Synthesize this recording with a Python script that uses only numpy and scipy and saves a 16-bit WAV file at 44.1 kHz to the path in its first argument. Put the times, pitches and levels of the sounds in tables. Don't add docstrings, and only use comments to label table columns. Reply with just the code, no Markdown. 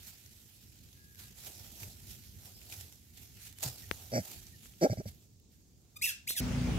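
import sys
import numpy as np
from scipy import signal
from scipy.fft import rfft, irfft, next_fast_len
from scipy.io import wavfile
from scipy.ndimage import uniform_filter1d

SR = 44100
rng = np.random.default_rng(int(sys.argv[2]) if len(sys.argv) > 2 else 0)


def put_to_file(sound):
    columns = np.atleast_2d(sound).T
    safe = np.clip(columns, -1, 1)
    whole_steps = np.round(safe * 32767)
    wavfile.write(sys.argv[1], SR, whole_steps.astype(np.int16))


def gain_from_db(level_db):
    decades = np.asarray(level_db, float) / 20
    return 10 ** decades


N = 298998


def evened(x):
    return x / np.sqrt(np.mean(x ** 2) + 1e-20)


def smooth_noise(count, span):
    return evened(uniform_filter1d(rng.standard_normal(count), span))


def read(points, hz):
    f, value = np.transpose(points)
    return np.interp(np.log(hz + 1), np.log(f + 1), value)


def add(mix, s, sound):
    part = mix[..., round(s * SR):][..., :sound.shape[-1]]
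    part += sound[..., :part.shape[-1]]


def resonate(x, hz, width):
    r = np.exp(-np.pi * width / SR)
    return 2 * signal.lfilter([1 - r], [1, -r * np.exp(2j * np.pi * hz / SR)], x).real


def coloured(x, points):
    size = next_fast_len(x.shape[-1] + 512)
    gain = gain_from_db(read(points, np.fft.rfftfreq(size, 1 / SR)))
    return irfft(rfft(x, size) * gain, size)[..., :x.shape[-1]]


# (f/Hz, likeness 0-1)
PORT_LIKENESS = [(60, 0.99), (150, 0.65), (380, 0.66), (950, 0.178), (2380, 0.13), (5980, 0.059),
                 (15000, 0.037)]
# (f/Hz, left over right level/dB)
DIFFUSE_LEAN = [(60, -7), (150, 0), (380, 1.5), (950, 2.5), (2380, 0), (5980, -4), (15000, -17)]


def diffuse(x, lean):
    hz, (a, b) = np.fft.rfftfreq(N, 1 / SR), rfft(x)
    same = np.clip(read(PORT_LIKENESS, hz), -1, 1)
    tilt = gain_from_db(lean * read(DIFFUSE_LEAN, hz) / 2)
    return irfft([a * tilt, (same * a + np.sqrt(1 - same ** 2) * b) / tilt], N)


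def aimed(x, lean, lead):
    hz = np.fft.rfftfreq(N, 1 / SR)
    half = gain_from_db(read(lean, hz) / 2) * np.exp(.5j * np.interp(hz, *np.transpose(lead)))
    return irfft([rfft(x) * half, rfft(x) / half], N)


def patchy(x, points, patchy_db):
    hz, t, z = signal.stft(x, SR, nperseg=1024, noverlap=768)
    patches = uniform_filter1d(rng.standard_normal(z.shape[1:]), 20, 0)
    patches = evened(uniform_filter1d(patches, 10, 1))
    z = z * gain_from_db(read(points, hz)[:, None] + patchy_db * patches)
    return evened(signal.istft(z, SR, nperseg=1024, noverlap=768)[1][:, :N])


# (t/s, level/dB, low crunch over it level/dB)
LITTER = [(0, -64, -7), (1.1, -69.5, -1), (1.32, -72, -5), (1.45, -57, 8.5), (1.8, -59.5, 7),
          (2.05, -64, -2), (2.35, -65.5, -8), (2.7, -62.5, 6.5), (2.9, -70, -8), (3.55, -68, -12),
          (3.85, -62, 3), (4.4, -62, 1), (4.55, -69, -3), (5.11, -69, 6), (5.49, -87.5, 7.5),
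          (5.94, -79, 13)]
# (t/s, peak level/dB, rise over 20 dB t/s, fade over 20 dB t/s, low crunch over it level/dB)
SWELLS = [(0.079, -55.5, .15, 0.09, -12), (1.2, -56, .05, .2, -21), (1.39, -57.5, .06, .12, 5),
          (1.47, -51.5, .05, .08, 8.5), (1.829, -51.5, .08, .1, 11), (2.108, -53, .1, .12, 2),
          (2.28, -67.5, .1, 0, -1), (2.47, -59.5, .15, 0.1, 11), (2.729, -51.5, .08, 0.1, 3),
          (2.799, -55, .1, 0.18, 5.5), (2.93, -65, .03, .1, 2), (3.18, -60, .05, .06, 0),
          (3.225, -58, .05, .1, 2), (3.468, -55.5, .2, .08, -6), (3.6, -57, .03, .2, 3),
          (3.634, -40.5, .02, .12, 10.5), (3.785, -57, .03, 0.18, 2), (3.92, -57.5, .03, .4, 11),
          (4.15, -61, .1, 0.3, -22), (4.25, -57.5, .08, .2, 11), (4.319, -53, 0.1655, .15, 7),
          (4.47, -63.5, .05, 0.13, -1), (4.66, -61, .15, .15, -4), (4.83, -53, .045, 0.07, -26),
          (4.933, -59, 0.05, .05, -5), (5.085, -54.5, .025, .035, 6), (5.52, -73, .04, .35, -8.5)]


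def stirring():
    t = np.arange(0, N + 64, 64) / SR
    s, db, low_db = np.transpose(LITTER)
    power = gain_from_db(2 * np.interp(t, s, db))
    deep = power * gain_from_db(2 * np.interp(t, s, low_db))
    for s, db, rise_s, fade_s, low_db in SWELLS:
        swell = gain_from_db(2 * (db - 20 * np.maximum((t - s) / fade_s, (s - t) / rise_s)))
        power = power + swell
        deep = deep + swell * gain_from_db(2 * low_db)
    return [np.interp(np.arange(N) / SR, t, np.sqrt(v)) for v in (power, deep)]


# (f/Hz, relative level/dB per Hz)
LEAF_COLOUR = [(180, -27), (300, -11), (527, -12.5), (759, -6.5), (1090, -16), (1360, -9.5), (1740, -7.5),
               (2590, -3), (6450, -1), (7250, -1), (8990, -7), (12900, -1), (15800, -10)]


def leaves():
    gain, low_gain = stirring()
    cracks_per_s, split_hz = 6000, 1100
    clumps = gain_from_db(1.28 * smooth_noise(N, 300))
    heights = gain_from_db(3.1 * np.minimum(rng.exponential(1, (2, N)), 3.5))
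    happens = rng.random((2, N)) < cracks_per_s / SR
    cracks = heights * happens * rng.choice([-1, 1], (2, N))
    grain = evened(cracks) + 0.69 * rng.standard_normal((2, N))
    crackle = patchy(grain, LEAF_COLOUR, patchy_db=1.6) * clumps
    low = signal.sosfilt(signal.butter(2, split_hz, fs=SR, output="sos"), crackle)
    return gain_from_db(5) * (gain * (crackle - low) + low_gain * low)


# (t/s, peak level/dB before panning, centre f/Hz, left over right level/dB, t60/s of the burst)
CRUNCHES = [(0.0796, -36, 13000, -5, 0.01), (0.2605, -45, 5800, 4, 0.023), (0.887, -50, 3930, -2, 0.023),
            (0.9287, -47, 3460, -2, 0.02), (1.1473, -44, 12000, -0.5, 0.008),
            (1.156, -44, 12000, -0.5, 0.008), (1.1917, -44, 6310, -6, 0.028), (1.4611, -38, 5130, -6, 0.02),
            (1.805, -36, 10800, -4, 0.014), (1.8316, -34, 2600, -1, 0.028), (2.456, -41, 11600, -2, 0.02),
            (2.6145, -44, 2700, 1, 0.026), (2.704, -49, 7600, -10, 0.017), (2.7233, -32, 2640, 3, 0.025),
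            (2.8094, -35.5, 7230, -11, 0.017), (2.9243, -43, 7470, -10, 0.012),
            (3.173, -44, 7400, -8, 0.028), (3.526, -43, 9000, -10, 0.012), (3.586, -36, 9000, -6.0, 0.01),
            (3.6076, -36, 7500, 0, 0.008), (3.6283, -23, 11900, -2, 0.022),
            (3.6345, -23.5, 6960, -5.0, 0.028), (3.648, -35, 5180, 0, 0.018),
            (3.6595, -27.5, 4590, 0, 0.029), (3.678, -30, 7650, 3, 0.026), (3.7817, -40, 5160, -5.0, 0.02),
            (4.4674, -40.5, 5910, -3, 0.017), (4.7366, -45, 3180, 3, 0.012), (5.0802, -46, 4920, 6, 0.026),
            (5.119, -50, 13000, -4, .008), (5.147, -48, 12000, -4, .008), (5.399, -52, 13000, -4, .008)]


def crunches():
    out, t = np.zeros((2, N)), np.arange(4000) / SR
    for s, db, hz, pan_db, t60 in CRUNCHES:
        envelope = gain_from_db(-60 * t / max(t60, .003)) * np.minimum(t / 0.00071, 1)
        burst = rng.standard_normal((2, len(t))) * envelope
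        burst = evened(resonate(burst, hz, 0.16 * hz)) + evened(coloured(burst, LEAF_COLOUR))
        pan = gain_from_db([[pan_db / 2], [-pan_db / 2]])
        add(out, s, gain_from_db(db) * pan * burst / abs(burst).max())
    return out


# (t/s, starting level/dB, starting f/Hz, t60/s)
THUDS = [(1.821, -42, 112.6, 0.13), (2.451, -42, 120, 0.027), (2.78, -47, 101, 0.37),
         (3.648, -41, 150, 0.1), (3.66, -34, 133, 0.18), (3.9186, -37, 99.5, 0.064)]


def footfalls():
    out, t = np.zeros((2, N)), np.arange(8000) / SR
    for s, db, hz, t60 in THUDS:
        thud = gain_from_db(db - 60 * t / t60) * np.sin(2 * np.pi * hz * t * (1 - 1.5 * t))
        add(out, s, thud * np.ones((2, 1)))
    return out


# (f/Hz, relative level/dB, t60/s)
TWIG_MODES = [(1900, -9.5, 0.0013), (470, -29, 0.0071), (2930, -17.5, 0.001), (4260, -31.5, .0015),
              (8340, -28.5, 0.0021)]
# (t/s, level/dB over the modes, left over right level/dB)
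SNAPS = [(3.9129, 1, 23), (4.658, -26, 16), (6.306, -11.5, 16)]


def twig_snaps():
    out, t = np.zeros((2, N)), np.arange(8000) / SR
    rise = 1 - np.exp(-t / 0.00026)
    modes = sum(-gain_from_db(db - 60 * t / t60) * np.sin(2 * np.pi * hz * t) for hz, db, t60 in TWIG_MODES)
    for s, db, pan_db in SNAPS:
        add(out, s, rise * modes * gain_from_db([[db + pan_db / 2], [db - pan_db / 2]]))
    return out


# (f/Hz, first-stage width f/Hz, relative level/dB)
THROAT = [(634, 66, 2), (528, 97, -2), (335, 183, -13), (779, 85, -11), (1340, 350, -24.5)]
# (f/Hz, first-stage width f/Hz, relative level/dB)
BREATH = [(1600, 290, -4), (2145, 320, -3.5), (4730, 330, -1.5), (5650, 550, 1.5), (7400, 930, -6),
          (12900, 3000, -8)]


def grunt(start, length, effort_db, start_hz, squeeze_s, rough, octave_db, throat_db, puff_db, swell_db):
    sag_per_s, squeeze_ratio, squeeze_time_s = 2.6, 1.87, .008
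    squeezed_db, squeeze_push_db = 7.5, 3
    attack_s, clipped_s, trail_s, end_db = .004, .013, 0.042, -22
    pop_db, pop_soft_db = 9, -5
    pop_s = .004 + .0016 * max(swell_db, 0)
    arch_db, arch_top = -9 - 2.3 * swell_db, .44
    close_db, close_s = -25, .015

    t = np.arange(0, length, 1 / SR)
    tight = np.clip((t - squeeze_s) / squeeze_time_s, 0, 1)
    open_end = squeeze_s > length
    hz = start_hz * (1 - sag_per_s * t) * squeeze_ratio ** tight
    ending = np.clip(1 - (length - t) / (trail_s if open_end else clipped_s), 0, 1)
    pop = np.exp(-(t / pop_s) ** 2)

    swell = swell_db * np.clip(1 - 2 * t / length, 0, 1)
    level_db = effort_db - swell + end_db * ending + pop_soft_db * pop + squeeze_push_db * tight
    popped_db = throat_db + (pop_db - throat_db) * pop
    closing_db = open_end * close_db * np.minimum(ending * trail_s / close_s, 1)
    share = gain_from_db(popped_db + (squeezed_db - popped_db) * tight + closing_db)
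    chest_gain = gain_from_db(level_db) * np.minimum(t / attack_s, 1) / np.sqrt(1 + share ** 2)
    ring_gain = gain_from_db(level_db) * share / np.sqrt(1 + share ** 2)
    breath_db = effort_db + puff_db + arch_db * (2 * (t / length - arch_top)) ** 2

    turns = np.cumsum(hz * (1 + 0.28 * rough * smooth_noise(len(t), 250))) / SR - .2
    chest = np.sin(2 * np.pi * turns) + gain_from_db(octave_db) * np.sin(2 * 2 * np.pi * turns + 0.94)
    folds = sum(np.cos(2 * np.pi * k * turns) * (k * hz < 1900) for k in range(1, 18)) / np.sqrt(hz)
    strength = gain_from_db(6.5 * rough * rng.standard_normal(40))[np.round(turns).astype(int)]
    puffs = (0.28 + np.exp(-(turns % 1) / 0.58)) * rng.standard_normal(len(t))

    drive = ring_gain * (evened(strength * folds) + 4 * rough * puffs)
    ring = 0
    for k, (f, w, db) in enumerate(THROAT):
        ring = ring + (-1) ** k * gain_from_db(db) * resonate(resonate(drive, f, w), f, 3 * w)
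    breath = 0
    for f, w, db in BREATH:
        air = resonate(resonate(resonate(puffs, f, w), f, 2 * w), f, 2 * w)
        breath = breath + gain_from_db(db) * evened(air)
    voice = chest_gain * evened(chest) + 2 * ring + gain_from_db(breath_db) * evened(breath)
    return start, voice * signal.windows.tukey(len(t), .1)


# (start t/s, length t/s, effort level/dB, starting pulse f/Hz,
# t/s until the throat squeezes, past the end = never)
GRUNTS = [(4.115, .11, -28.5, 133, 1), (4.809, .067, -21.5, 186, .034), (4.895, .047, -30.5, 117, .027),
          (4.969, .051, -37.5, 114, .028), (5.053, .055, -36.5, 101, 1)]
# (roughness 0-1, chest octave level/dB, throat drive over chest level/dB,
# breath over effort level/dB, swell level/dB over the first half)
HOARSENESS = [(0.5, -1, 3, -10, 6), (.3, 1.5, -1, -14.5, 7), (0, -13.5, -19, -16.5, 0.5),
              (0.58, -5, -21, -16, 1), (0.6, -8.5, -22, -21, 1)]
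# (f/Hz, left over right level/dB)
GRUNT_LEAN = [(60, 1), (150, -3.5), (380, -2.5), (950, 3), (2380, 1), (5980, -4), (15000, -0.5)]
# (f/Hz, left leads by radians)
GRUNT_LEAD = [(0, 0), (640, -.9), (1890, -4), (4480, -7.3), (6460, -9.8), (16100, -25)]


def grunts():
    dry = np.zeros(N)
    for row, hoarse in zip(GRUNTS, HOARSENESS):
        add(dry, *grunt(*row, *hoarse))
    return aimed(dry, GRUNT_LEAN, GRUNT_LEAD) + gain_from_db(-23) * trees(dry)


# (f/Hz, relative level/dB)
MOUTH = [(800, -6), (1500, -11), (2650, -3.5), (3500, -6), (4600, -7), (5400, -6.5), (6200, -15),
         (7500, -1), (10000, -17), (12800, -5), (15500, -22)]
# (f/Hz, relative level/dB)
RASP = [(1200, -27), (2000, -15), (3500, -5), (4500, -11), (5300, -6), (6100, -1), (6900, -9), (7500, -10),
        (10000, -5), (12800, -3), (15500, -6.5)]
# (f/Hz, first-stage width f/Hz)
MOUTH_PIPE = (2660, 230)


def squeal(rows, leak_db, whistle_db):
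    clean_db, clean_s = 3.5, 0.013
    whistle_top_s, whistle_db_per_s = 0.045, 250
    jitter = .017
    s, *columns = np.transpose(rows)
    t = np.arange(s[0], s[-1], 1 / SR)
    effort_db, hz = (np.interp(t, s, c) for c in columns)
    clean = np.exp(-((t - s[0]) / clean_s) ** 4)
    tone_gain = gain_from_db(effort_db + clean_db * clean)
    rasp_gain = gain_from_db(effort_db + leak_db) * (1 - clean)
    off_top_s = abs(t - s[0] - whistle_top_s)
    whistle_gain = gain_from_db(effort_db + whistle_db - whistle_db_per_s * off_top_s) * (1 - clean)

    turns = np.cumsum(hz * (1 + jitter * (1 - .7 * clean) * smooth_noise(len(t), 80))) / SR
    folds = 0
    for k in range(1, 12):
        audible = k * hz < SR / 2
        folds = folds + gain_from_db(read(MOUTH, k * hz)) * audible * np.cos(2 * np.pi * k * turns)
    air = gain_from_db(3 * smooth_noise(len(t), 30)) * rng.standard_normal(len(t))
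    pipe_hz, pipe_width = MOUTH_PIPE
    pipe = resonate(resonate(air, pipe_hz, pipe_width), pipe_hz, 2 * pipe_width)
    rasp = evened(coloured(air, RASP))
    return s[0], tone_gain * evened(folds) + rasp_gain * rasp + whistle_gain * evened(pipe)


# (t/s, effort level/dB, pitch f/Hz)
SQUEALS = [
    [(5.958, -66, 1220), (5.968, -47.5, 1200), (5.974, -49.5, 1235), (5.982, -71, 1230)],
    [(6.014, -54, 1853), (6.023, -32.5, 2287), (6.031, -36, 2734), (6.054, -33.5, 2610), (6.062, -37, 2120),
     (6.074, -38.5, 1810), (6.104, -39, 1600), (6.11, -46, 1443), (6.125, -53, 1350)],
    [(6.269, -69, 1480), (6.277, -38, 2284), (6.284, -43, 2730), (6.296, -34.5, 3950), (6.307, -37, 4380),
     (6.335, -45, 3400), (6.341, -56, 3340)],
    [(6.35, -59, 2300), (6.356, -49, 2080), (6.363, -48, 1920), (6.367, -41, 1850), (6.382, -37, 1648),
     (6.405, -43.5, 1450)],
]
# (rasp level/dB, mouth whistle level/dB)
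RASPINESS = [(-2, -30), (2, 1), (1, -21), (4.5, -15)]
# (f/Hz, left over right level/dB)
SQUEAL_LEAN = [(60, -5.5), (150, -12), (380, 5), (950, 8.5), (2380, 6.5), (5980, -0.5), (15000, -8.5)]
# (f/Hz, left leads by radians)
SQUEAL_LEAD = [(0, 0), (860, -0.4), (1460, -4.1), (2150, 0.4), (3100, 0.4), (4050, 2.5), (6030, 5.3),
               (7840, 10.4), (10500, 11.8), (10900, 11.3), (12400, 14.1), (15200, 16.5), (15600, 21.7),
               (16100, 22.2)]


def squeals():
    dry = np.zeros(N)
    for rows, raspy in zip(SQUEALS, RASPINESS):
        add(dry, *squeal(rows, *raspy))
    return aimed(dry, SQUEAL_LEAN, SQUEAL_LEAD) + gain_from_db(-10) * trees(dry)


# (f/Hz, t60/s)
TREE_ECHO = [(300, 0.11), (1500, 0.35), (3000, 0.34), (6000, 0.32), (14000, 0.15)]


def trees(x):
    hz, t, z = signal.stft(rng.standard_normal((2, SR // 2)), SR, nperseg=256)
    decay = gain_from_db(-60 * t / read(TREE_ECHO, hz)[:, None])
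    build_up = np.clip(t / 0.023, 0, 1)
    tail = signal.istft(z * decay * build_up, SR, nperseg=256)[1]
    return signal.fftconvolve(x[None], tail / np.linalg.norm(tail[0]), axes=1)[:, :N]


# (start t/s, length t/s, start f/Hz, end f/Hz, level/dB)
WHISTLES = [(0.91, 0.45, 1660, 1630, -68.5), (3.555, 0.043, 3050, 2980, -69),
            (2.53, 0.069, 5200, 5200, -60.5), (3.827, 0.026, 1900, 1820, -60.5),
            (4.525, 0.044, 1900, 1750, -64.5), (6.247, 0.24, 664, 673, -68.5)]


def birds():
    out = np.zeros(N)
    for s, length, hz, end_hz, db in WHISTLES:
        glide = np.linspace(hz, end_hz, round(length * SR))
        blur = 1 + .3 * smooth_noise(len(glide), 250)
        turns = np.cumsum(glide * (1 + .025 * (blur - 1))) / SR
        fade = signal.windows.tukey(len(glide), .45)
        add(out, s, gain_from_db(db) * blur * np.sin(2 * np.pi * turns) * fade)
    return aimed(out, SQUEAL_LEAN, SQUEAL_LEAD)


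# (f/Hz, relative level/dB per Hz)
WASH = [(15, -53.5), (25, -16.5), (55, 3), (104, 7), (141, -8), (216, -5.5), (255, -11), (414, -16),
        (557, -24.5), (1510, -38.5), (7030, -23.5), (13100, -52.5), (15800, -34)]
# (t/s, level/dB)
RUMBLE = [(0, -59.5), (.34, -61.5), (.75, -58), (1.2, -60), (1.8, -55.5), (3.2, -59), (3.9, -55.5),
          (4.75, -58.5), (4.98, -52), (5.2, -60.5), (6.2, -60.5), (6.39, -54.5)]


def forest_air():
    wash = gain_from_db(-60.5) * patchy(rng.standard_normal((2, N)), WASH, patchy_db=1.5)
    low = signal.sosfiltfilt(signal.butter(2, 350, fs=SR, output="sos"), wash)
    rumble_gain = gain_from_db(np.interp(np.arange(N) / SR, *np.transpose(RUMBLE)))
    return wash - low + evened(low) * rumble_gain


# (multiple of the firing rate, mean rms level/dB before a slight lean to the left)
ENGINE_ORDERS = [(2, -38), (3, -45.5), (4, -39.5), (5, -43), (6, -44.5), (7, -53), (8.55, -40)]


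def engine():
    idle_hz = 29
    t, hum = np.arange(N) / SR, np.zeros(N)
    for multiple, db in ENGINE_ORDERS:
        waver = 1 + 0.28 * smooth_noise(N, 3000)
        hum += gain_from_db(db) * waver * np.sin(2 * np.pi * (multiple * idle_hz * t + rng.random()))
    return np.sqrt(2) * hum * gain_from_db([[.6], [-.6]])


# (f/Hz, relative level/dB per Hz)
YARD = [(15, -43), (25, -28), (53, 0.5), (123, -6), (216, -7), (248, -8), (291, -15), (1010, -26),
        (2330, -25), (3880, -31.5), (5980, -31), (13400, -47), (15800, -40.5)]


def yard_hiss():
    return gain_from_db(-37) * diffuse(patchy(rng.standard_normal((2, N)), YARD, patchy_db=2.0), lean=.1)


def scene():
    cut_s, fade_s = 6.4035, .001
    floor = diffuse(leaves() + forest_air(), lean=0.64) + crunches() + footfalls() + twig_snaps()
    forest = floor + grunts() + squeals() + birds()
    after = np.clip((np.arange(N) / SR - cut_s) / fade_s, 0, 1)
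    return forest * (1 - after) + (engine() + yard_hiss()) * after


def roll_off(x):
    return signal.sosfilt(signal.butter(12, 16510, fs=SR, output="sos"), x)


def record(dry):
    cut = signal.sosfilt(signal.butter(3, 45, "highpass", fs=SR, output="sos"), dry)
    edge = signal.firwin(511, 15800, window=("kaiser", 4), fs=SR)
    mix = signal.oaconvolve(cut, edge[None], "same")
    return roll_off(mix)


dry = scene()
out = record(dry)
put_to_file(out)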